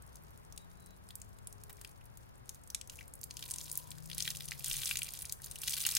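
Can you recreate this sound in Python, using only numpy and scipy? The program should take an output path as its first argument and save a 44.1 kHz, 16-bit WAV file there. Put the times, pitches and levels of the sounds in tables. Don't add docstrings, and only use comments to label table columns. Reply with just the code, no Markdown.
import sys
import numpy as np
from scipy import signal
from scipy.fft import rfft, irfft
from scipy.io import wavfile
from scipy.ndimage import uniform_filter1d

SR = 44100
rng = np.random.default_rng(int(sys.argv[2]) if len(sys.argv) > 2 else 0)


def to_wav(sig):
    pcm = np.clip(np.atleast_2d(sig), -1, 1) * 32767
    pcm = np.round(pcm).astype(np.int16)
    wavfile.write(sys.argv[1], SR, pcm.T)


N = 263718
T = np.arange(N) / SR
GRAIN = 512

FULL_FLOW_DB, DRIP_DB = -45, -72.5
SWELL_DB_PER_S, EBB_DB_PER_S = 137, 98
CONTACT_TO_PEAK_S = 0.001204
LENGTH_MS, LENGTH_PER_OCTAVE, LENGTH_SCATTER = .36, 1.3, .3
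SPIT_DB, SPIT_PER_TREBLE = -3.0, 1.1
BODY_DB, BODY_PER_LOW = -13.0, 0.89
BUBBLE_T60_S = 0.016
YARD_DB, YARD_T60_S = -12.5, 0.22
MID_DB, SIDE_DB = -60, -58
LEFT_DB = 1.23
TOP_HZ = 15800


def undb(db):
    return 10 ** (np.asarray(db) / 20)


def level(x, db):
    return x * undb(db) / np.sqrt(np.mean(x ** 2, axis=-1, keepdims=True))


def white():
    return rfft(rng.standard_normal(N))


def coloured(spectrum, noise):
    hz, db = np.transpose(spectrum)
    f = np.arange(N // 2 + 1) * SR / N + 1e-9
    return irfft(noise * undb(np.interp(np.log(f), np.log(hz), db)), N)


def walk(rate):
    k = int(SR / rate)
    steps = np.repeat(rng.standard_normal(N // k + 1), k)
    return uniform_filter1d(uniform_filter1d(steps, k), k)[:N]


def window(start, end, edge=0.018):
    return np.clip(np.minimum((T - start) / edge, (end - T) / (2 * edge)), 0, 1)


def scatter(s, grains):
    out = np.zeros((2, N + GRAIN))
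    starts = np.clip((s * SR).astype(int), 0, N)
    for start, grain in zip(starts, grains):
        out[:, start:start + GRAIN] += grain
    return out[:, :N]


def splashes(s, db, hz, body_db, spit_db, length_ms):
    noise = rng.standard_normal(size=(len(s), 3, GRAIN))
    pan_db = 2.5 * rng.standard_normal(len(s))
    t = np.arange(GRAIN) / SR
    rise = 1.6 * np.clip(length_ms, .1, 3)[:, None] / 1000
    x = t / rise
    swell = (x * np.exp(1 - x)) ** 4
    hz = hz[:, None]
    pitch = np.minimum(hz * (0.3143 + 0.6226 * x), .42 * SR)
    chirp = swell * np.sin(2 * np.pi * np.cumsum(pitch, axis=1) / SR)

    octave = np.log2(np.arange(1, GRAIN // 2 + 2) * SR / GRAIN)

    def bump(centre_hz, width_octaves):
        return np.exp(-.5 * ((octave - np.log2(centre_hz)) / width_octaves) ** 2)

    body = undb(body_db)[:, None] * bump(3080, 0.8)
    spit = undb(spit_db)[:, None] * bump(12040, 0.37)
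    colour = bump(hz, 0.71) + body + spit
    fizz = undb(-13) * np.exp(-t / .0045)
    shape = swell * np.minimum(x, 1) ** 2 + fizz * np.minimum(x, 1) ** 3
    spray = level(irfft(rfft(noise) * colour[:, None], GRAIN), -1) * shape[:, None]
    ports = (1.13 * chirp + spray[:, 0])[:, None] + 0.78 * spray[:, 1:]
    ports = ports / np.abs(ports.mean(axis=1)).max(axis=1)[:, None, None]
    port_db = db[:, None] + np.outer(pan_db, [.5, -.5])
    return scatter(s - rise[:, 0], ports * undb(port_db)[..., None])


def loud_drops():
    # (balance below 3 kHz, re peak)
    drops = [(0.022, -40, 10950, -18, -29), (0.0638, -44, 9300, -3, -28), (0.1555, -36, 7260, -2, -40),
             (0.168, -45.5, 6000, -23, -28), (0.2354, -43, 10100, -5, -28), (0.3057, -44, 10700, -6, -33),
             (0.375, -43.5, 9930, -14, -30), (0.5235, -39.5, 7060, -20, -37), (0.5618, -42, 9350, -18, -27),
             (0.5759, -28, 7770, -25, -28), (0.8604, -40.5, 8980, -14, -31), (1.0877, -39, 7600, -19, -16),
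             (1.1055, -35.5, 3640, -10, -25), (1.154, -28, 10000, -11, -43), (1.2, -42, 12500, -11, -22),
             (1.2159, -30.5, 8100, -27, -31), (1.386, -42, 11050, -28, -16), (1.471, -26.5, 9900, -19, -35),
             (1.5259, -36, 8100, -5, -37), (1.6357, -36, 10230, -14, -29), (1.728, -33, 13400, -16, -32),
             (1.7679, -44, 8500, -20, -28), (1.8128, -32.5, 8720, -12, -9), (1.8467, -33, 2660, -18, -13),
             (2.0547, -42, 11400, -11, -24), (2.172, -37, 11500, -30, -33), (2.4568, -46, 8110, -3, -13),
             (2.4919, -22.5, 7750, -27, -29), (2.545, -38, 10100, -21, -32), (2.6359, -41, 7800, -4, -29),
             (2.6743, -37, 7600, -11, -33), (2.7012, -28, 6740, -20, -37),
             (2.7461, -20.5, 7170, -49, -20.5), (2.812, -30, 6310, -37, -31),
             (2.8736, -34.5, 7700, -10, -31), (2.8966, -28, 5600, -24, -27), (3.0789, -34.5, 9400, -7, -38),
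             (3.1368, -28.5, 8950, -9, -45), (3.1524, -35, 13000, -16, -30), (3.2129, -34, 8640, -5, -38),
             (3.2314, -29, 5730, -19, -25), (3.2385, -25, 10200, -17, -32), (3.3084, -28, 5410, -29, -25),
             (3.3682, -27, 5900, -20, -31), (3.3917, -33, 4660, -7, -15), (3.4248, -31, 3460, -24, -20),
             (3.438, -32, 4310, -5, -35), (3.4635, -44, 7600, -9, -33), (3.479, -35, 11000, -10, -40),
             (3.501, -29, 8350, -6, -27), (3.5091, -20, 6700, -17, -31), (3.5144, -22.5, 8400, -15, -29),
             (3.5384, -24.5, 7400, -27, -33), (3.5592, -27, 8550, -25, -26),
             (3.5833, -25.5, 7000, -31, -28), (3.612, -25.5, 5750, -19, -44), (3.6975, -30, 8440, -19, -24),
             (3.7144, -19, 8100, -11.5, -35), (3.7264, -25, 12000, -7, -37), (3.7538, -25, 8240, -16, -36),
             (3.7735, -14, 14150, -9, -44), (3.9046, -30, 8450, -23, -37), (3.9154, -32, 4520, -16, -28),
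             (3.9825, -39, 5370, -29, -26), (4.0417, -46, 6550, -14, -32), (4.0582, -34.5, 8480, -12, -33),
             (4.0988, -33, 3800, -11, -23), (4.1137, -30.5, 3700, -16, -16), (4.13, -31, 4000, -21, -19),
             (4.1466, -27, 7410, -2, -20), (4.1802, -19, 10340, -22, -27), (4.2034, -20, 5050, -25, -22),
             (4.2231, -20, 6470, -29, -29), (4.252, -26, 4180, -18, -16), (4.2761, -20.5, 3070, -14, -24),
             (4.3032, -21.5, 5560, -11, -30), (4.369, -24, 8740, -19, -25), (4.4056, -27, 3700, -15, -24),
             (4.4553, -29, 12700, -15, -31), (4.4847, -29, 6850, -17, -34), (4.5088, -27, 6980, -30, -21),
             (4.5183, -26, 2400, -10, -8), (4.594, -26, 12900, -15, -24), (4.643, -22, 7100, -27, -23),
             (4.6593, -24.5, 8270, -22, -30), (4.6813, -21, 9630, -8, -33), (4.6972, -22, 8100, -8, -24),
             (4.712, -22.5, 3480, -17, -18), (4.7302, -21.5, 7510, -14, -26), (4.7394, -27, 3640, -15, -21),
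             (4.7661, -20.5, 9850, -25, -27), (4.817, -31, 3205, -16, -19), (4.8325, -23, 3520, -14, -21),
             (4.8565, -18.5, 6730, -16, -30), (4.8734, -22.5, 8130, -20, -27),
             (4.8903, -24.5, 11000, -18, -8), (4.9102, -21.5, 2740, -19, -11),
             (4.9254, -27, 10900, -10, -24), (4.9554, -21, 4140, -19, -25), (4.97, -19, 7040, -34, -30),
             (4.9895, -21.5, 10600, -14, -13), (5.018, -23, 2800, -15, -18), (5.0304, -21, 9560, -15, -23),
             (5.088, -28, 4300, -12, -33), (5.1357, -26.5, 10300, -12, -30), (5.1728, -31, 6620, -20, -26),
             (5.1894, -24.5, 9800, -22, -36), (5.22, -22, 11700, -10, -28), (5.2528, -26, 6880, -19, -33),
             (5.2952, -27.5, 5270, -15, -18), (5.3227, -15.5, 9970, -20, -35),
             (5.4181, -31.5, 10160, -12, -27), (5.4424, -27, 6650, -8, -40), (5.46, -27, 11900, -15, -37),
             (5.5117, -26, 7300, -17, -25), (5.5563, -28, 8790, -17, -21), (5.5856, -30.5, 8450, -2, -23),
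             (5.6166, -21.5, 9660, -20, -26), (5.6336, -26, 3100, -7, -20), (5.6792, -19, 4300, -16, -15),
             (5.694, -18.5, 9900, -23, -31), (5.7076, -23, 7890, -24, -34), (5.7312, -23, 6650, -14, -22),
             (5.7663, -25, 3450, -20, -22), (5.7763, -21.5, 10940, -15, -14),
             (5.803, -20.5, 8600, -22, -24), (5.817, -23, 8420, -20, -29), (5.8378, -25, 5120, -14, -22),
             (5.8503, -20, 4240, -11, -12), (5.8644, -12.5, 11500, -26, -26),
             (5.8887, -16.5, 4470, -15, -30), (5.912, -21, 5770, -13, -30), (5.9504, -13.5, 7950, -22, -32),
             (5.9674, -12.5, 6900, -26, -24)]
    s, db, hz, treble_db, low_db = np.transpose(drops)
    octaves = np.log2(hz / 8000)
    body_db = BODY_DB + BODY_PER_LOW * (low_db + 28)
    spit_db = SPIT_DB + SPIT_PER_TREBLE * (treble_db + 18)
    spread = 2 ** (LENGTH_SCATTER * rng.standard_normal(len(s)))
    length_ms = LENGTH_MS * LENGTH_PER_OCTAVE ** -octaves * spread
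    return splashes(s + CONTACT_TO_PEAK_S, db, hz, body_db, spit_db, length_ms)


def flow(s):
    # full_s (stream is full), hold_s, stream_db (drive)
    squeezes = [(0.606, 0.37, -68), (1.792, 0.065, -62), (2.5, 0.06, -65.5), (2.946, .05, -59),
                (3.404, 0.45, -54.5), (3.957, 0.16, -59.5), (4.204, .1, -46.5), (4.42, .15, -53),
                (4.692, 0.23, -42), (5.037, 0.23, -50.5), (5.45, 0.096, -53.5), (5.678, .4, -42)]
    full, hold, db = np.transpose(squeezes)[..., None]
    swell_db = SWELL_DB_PER_S * np.maximum(full - s, 0)
    ebb_db = EBB_DB_PER_S * np.maximum(s - full - hold, 0)
    stream_db = db - swell_db - ebb_db
    return np.maximum(stream_db.max(axis=0), DRIP_DB)


def strength(flow_db):
    return np.clip(undb(0.32 * (flow_db - FULL_FLOW_DB)), .05, 1)


def patter(count=3400):
    when, size, ring, body, spit, length, keep = rng.random(size=(count, 7)).T
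    s = when * N / SR
    flow_db = flow(s)
    share = strength(flow_db)
    lands = np.clip((share - keep) / 0.14, 1e-4, 1)
    size_db = -5.27 * np.log(size + 0.045)
    db = flow_db + 3.0 - 10 * np.log10(share) + size_db + 20 * np.log10(lands)
    hz = 13500 * 2 ** (-(1.104 + 1.125 * share) * ring)
    body_db = -18.5 + 9 * share + 12 * (body - .5)
    spit_db = 6.5 + 8 * (spit - .5)
    return splashes(s, db, hz, body_db, spit_db, .25 + .7 * length)


def mist():
    # hz, level_db
    band = [(700, -6.5), (1200, 3.0), (2000, -1.0), (3500, 7.5), (8000, 1.5), (12000, 5), (17000, -3.5)]
    shared = white()
    hiss = np.array([coloured(band, shared + 0.95 * white()) for port in "LR"])
    flow_db = flow(T)
    return level(hiss, -11.0) * strength(flow_db) * undb(flow_db + 3.6 * walk(60))


def bubbles(s, db, hz, t60):
    t = np.arange(GRAIN) / SR
    hz, t60 = hz[:, None], np.clip(t60, .004, .04)[:, None]
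    ragged = 1 + 2.35 * uniform_filter1d(rng.standard_normal(size=(len(s), GRAIN)), size=24)
    decay = np.exp(-np.log(1000) * t / t60)
    ring = np.sin(2 * np.pi * hz * (0.892 * t + 0.36 * t ** 2 / t60)) * decay
    edges = np.minimum(t / 0.0009, 1) * np.minimum((t[-1] - t) / 0.0026, 1)
    ring = undb(db)[:, None] * ragged * ring * edges
    return scatter(s, ring[:, None])


def trapped_bubbles():
    # start_s, level_db (before raggedness and decay), ring_hz (nominal, before the glide)
    trapped = [(1.1044, -46, 3470), (1.8133, -53, 1660), (1.847, -37.5, 2710), (2.0108, -50.5, 2630),
               (2.9882, -39.5, 2740), (3.01, -39.5, 2220), (3.4258, -40, 3450), (4.277, -27, 3200),
               (4.5188, -34.5, 2190), (4.605, -45, 2630), (4.712, -26.5, 3520), (4.7387, -38, 3030),
               (4.9111, -30, 2750), (5.018, -42, 2580), (5.3994, -49.5, 1772), (5.5585, -40.5, 3010),
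               (5.678, -35, 2550), (5.8511, -27.5, 2920)]
    return bubbles(*np.transpose(trapped), np.full(len(trapped), BUBBLE_T60_S))


def froth(count=400):
    when, size, pitch = rng.random(size=(count, 3)).T
    s = when * N / SR
    flow_db = flow(s)
    size_db = -6.6 * np.log(size + 0.0093)
    db = flow_db - 13.5 + size_db + 20 * np.log10(strength(flow_db))
    hz = 1500 * 2 ** (1.7 * pitch)
    return bubbles(s, db, hz, 26 / hz)


def squelches():
    # start_s, length_s, level_db (before the crackle)
    bursts = [(1.695, 0.015, -51), (1.80, 0.02, -66), (2.917, 0.027, -57.5)]
    wet = level(coloured([(300, -28), (700, -4), (2500, -5.5), (6000, -11), (16000, -1.5)], white()), 0)
    gate = sum(undb(db) * window(s, s + length, edge=0.001) for s, length, db in bursts)
    return wet * gate * undb(7.1 * walk(700))


def yard(water):
    # left_delay_ms, right_delay_ms, level_db (re direct sound)
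    echoes = [(2.55, 2.1, -5), (5.2, 4.4, -17), (7.6, 6.3, -24)]
    t = np.arange(SR // 4) / SR
    decay = np.exp(-np.log(1000) * t / YARD_T60_S) * np.clip(t / 0.006, 0, 1)
    wash = rng.standard_normal((2, len(t))) * decay
    reply = wash * undb(YARD_DB) / np.sqrt(np.sum(wash ** 2, axis=1, keepdims=True))
    reply[:, 0] = 1
    for left_ms, right_ms, db in echoes:
        reply[[0, 1], [int(left_ms * SR / 1000), int(right_ms * SR / 1000)]] += undb(db)
    return signal.fftconvolve(water, reply, axes=1)[:, :N]


def engine(table):
    s, hz, *partials_db = np.transpose(table)
    phase = 2 * np.pi * np.cumsum(np.interp(T, s, hz) * (1 + 0.0056 * walk(12))) / SR
    tone = 0
    for k, db in enumerate(partials_db):
        tone = tone + undb(np.interp(T, s, db) + 2.5 * walk(9)) * np.sin((k + 1) * phase)
    return np.sqrt(2) * tone * window(s[0] - .1, s[-1] + 0.056)


def drone(start, end, hz, width_hz, db):
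    band = signal.butter(2, [hz - width_hz / 2, hz + width_hz / 2], "band", fs=SR, output="sos")
    return level(signal.sosfilt(band, rng.standard_normal(N)), db) * window(start, end)


def far_traffic():
    # time_s, firing_hz, first_db, second_db, third_db (partials)
    car = [(0, 70.34, -86, -71, -94), (.7, 86, -69.5, -66.5, -92), (1.35, 101, -63, -74, -100),
           (2.1, 115.9, -65.5, -94, -82), (2.7, 129.6, -78, -86, -87), (3.5, 147.8, -65, -74, -77.5),
           (4.2, 163, -57.5, -77, -83), (4.6, 147.2, -60, -82, -89), (5, 136.7, -64.5, -79, -92)]
    # time_s, firing_hz, level_db
    van = [(2.7, 94.8, -69), (3.2, 108, -68), (3.6, 120, -67), (4.2, 130.5, -60.5), (5, 136, -62),
           (5.8, 140.4, -64.5), (5.98, 138.4, -61.5)]
    # time_s, pitch_hz, level_db
    hum = [(.3, 412, -77), (.55, 413, -79.5), (.9, 412, -79.5), (1.4, 412, -80), (1.85, 411, -70)]
    # start_s, end_s, centre_hz, width_hz, level_db
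    drones = [(2.8, 4.9, 525, 81, -75.5), (3.3, 3.95, 987, 104, -68.5), (1.3, 2.2, 85, 33.6, -67),
              (2.7, 4.1, 65, 40, -71)]
    return engine(car) + engine(van) + engine(hum) + sum(drone(*row) for row in drones)


def suburb():
    # (per Hz, relative)
    mid_spectrum = [(15, -17), (25, -5.5), (60, 3.5), (121, -2), (288, -16.5), (831, -18.5), (1600, -22),
                    (3230, -33.5), (5500, -38.5), (11300, -62), (15200, -29), (16500, -63)]
    side_spectrum = [(15, -41), (25, 1), (103, -2.5), (182, -5), (304, -14.5), (1010, -11.5), (1830, -22),
                     (2820, -27.5), (7710, -33.5), (11600, -27.5), (15200, -41), (16500, -50)]
    swell = undb(.6 * walk(1.3))
    air = white()
    mid = level(coloured(mid_spectrum, air), MID_DB) * swell
    side_air = np.exp(1.7j) * air + 2.4 * white()
    side = level(coloured(side_spectrum, side_air), SIDE_DB) * swell
    far = far_traffic()
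    return np.array([mid + side + 1.87 * far, mid - side - 0.74 * far])


def breeze():
    # centre_s, spread_s (Gaussian), level_db
    puffs = [(.58, 0.1, -62), (2.91, 0.091, -56), (4.765, .1, -53)]
    rumble = level(coloured([(8, -24), (25, 4), (45, -4), (90, -54)], white()), 0)
    gust = sum(undb(db) * np.exp(-.5 * ((T - s) / spread) ** 2) for s, spread, db in puffs)
    return np.outer([1, -.3], rumble * gust)


def far_chirps():
    # start_s, end_s, centre_hz, width_hz, level_db (before the fades)
    chirps = [(0.58, 0.673, 3840, 110, -70.5), (0.686, .76, 3770, 150, -83), (0.78, 0.97, 3950, 200, -77)]
    return sum(drone(*row) for row in chirps)


def scene():
    small = signal.butter(2, 1100, "high", fs=SR, output="sos")
    drops = signal.sosfilt(small, loud_drops() + patter())
    rings = trapped_bubbles() + froth()
    water = drops + rings + squelches() + mist()
    return yard(water) + suburb() + breeze() + far_chirps()


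def record(dry):
    ring = signal.lfilter(*signal.iirpeak(9900, 3.0, SR), dry[0])
    left = dry[0] + 0.47 * ring
    dipped = signal.lfilter(*signal.iirnotch(12900, 1.7, SR), left)
    left = 0.2 * left + 0.81 * dipped
    ports = np.array([left * undb(LEFT_DB), dry[1] * undb(-LEFT_DB)])
    return signal.sosfilt(signal.ellip(10, .2, 70, TOP_HZ, fs=SR, output="sos"), ports)


dry = scene()
out = record(dry)
to_wav(out)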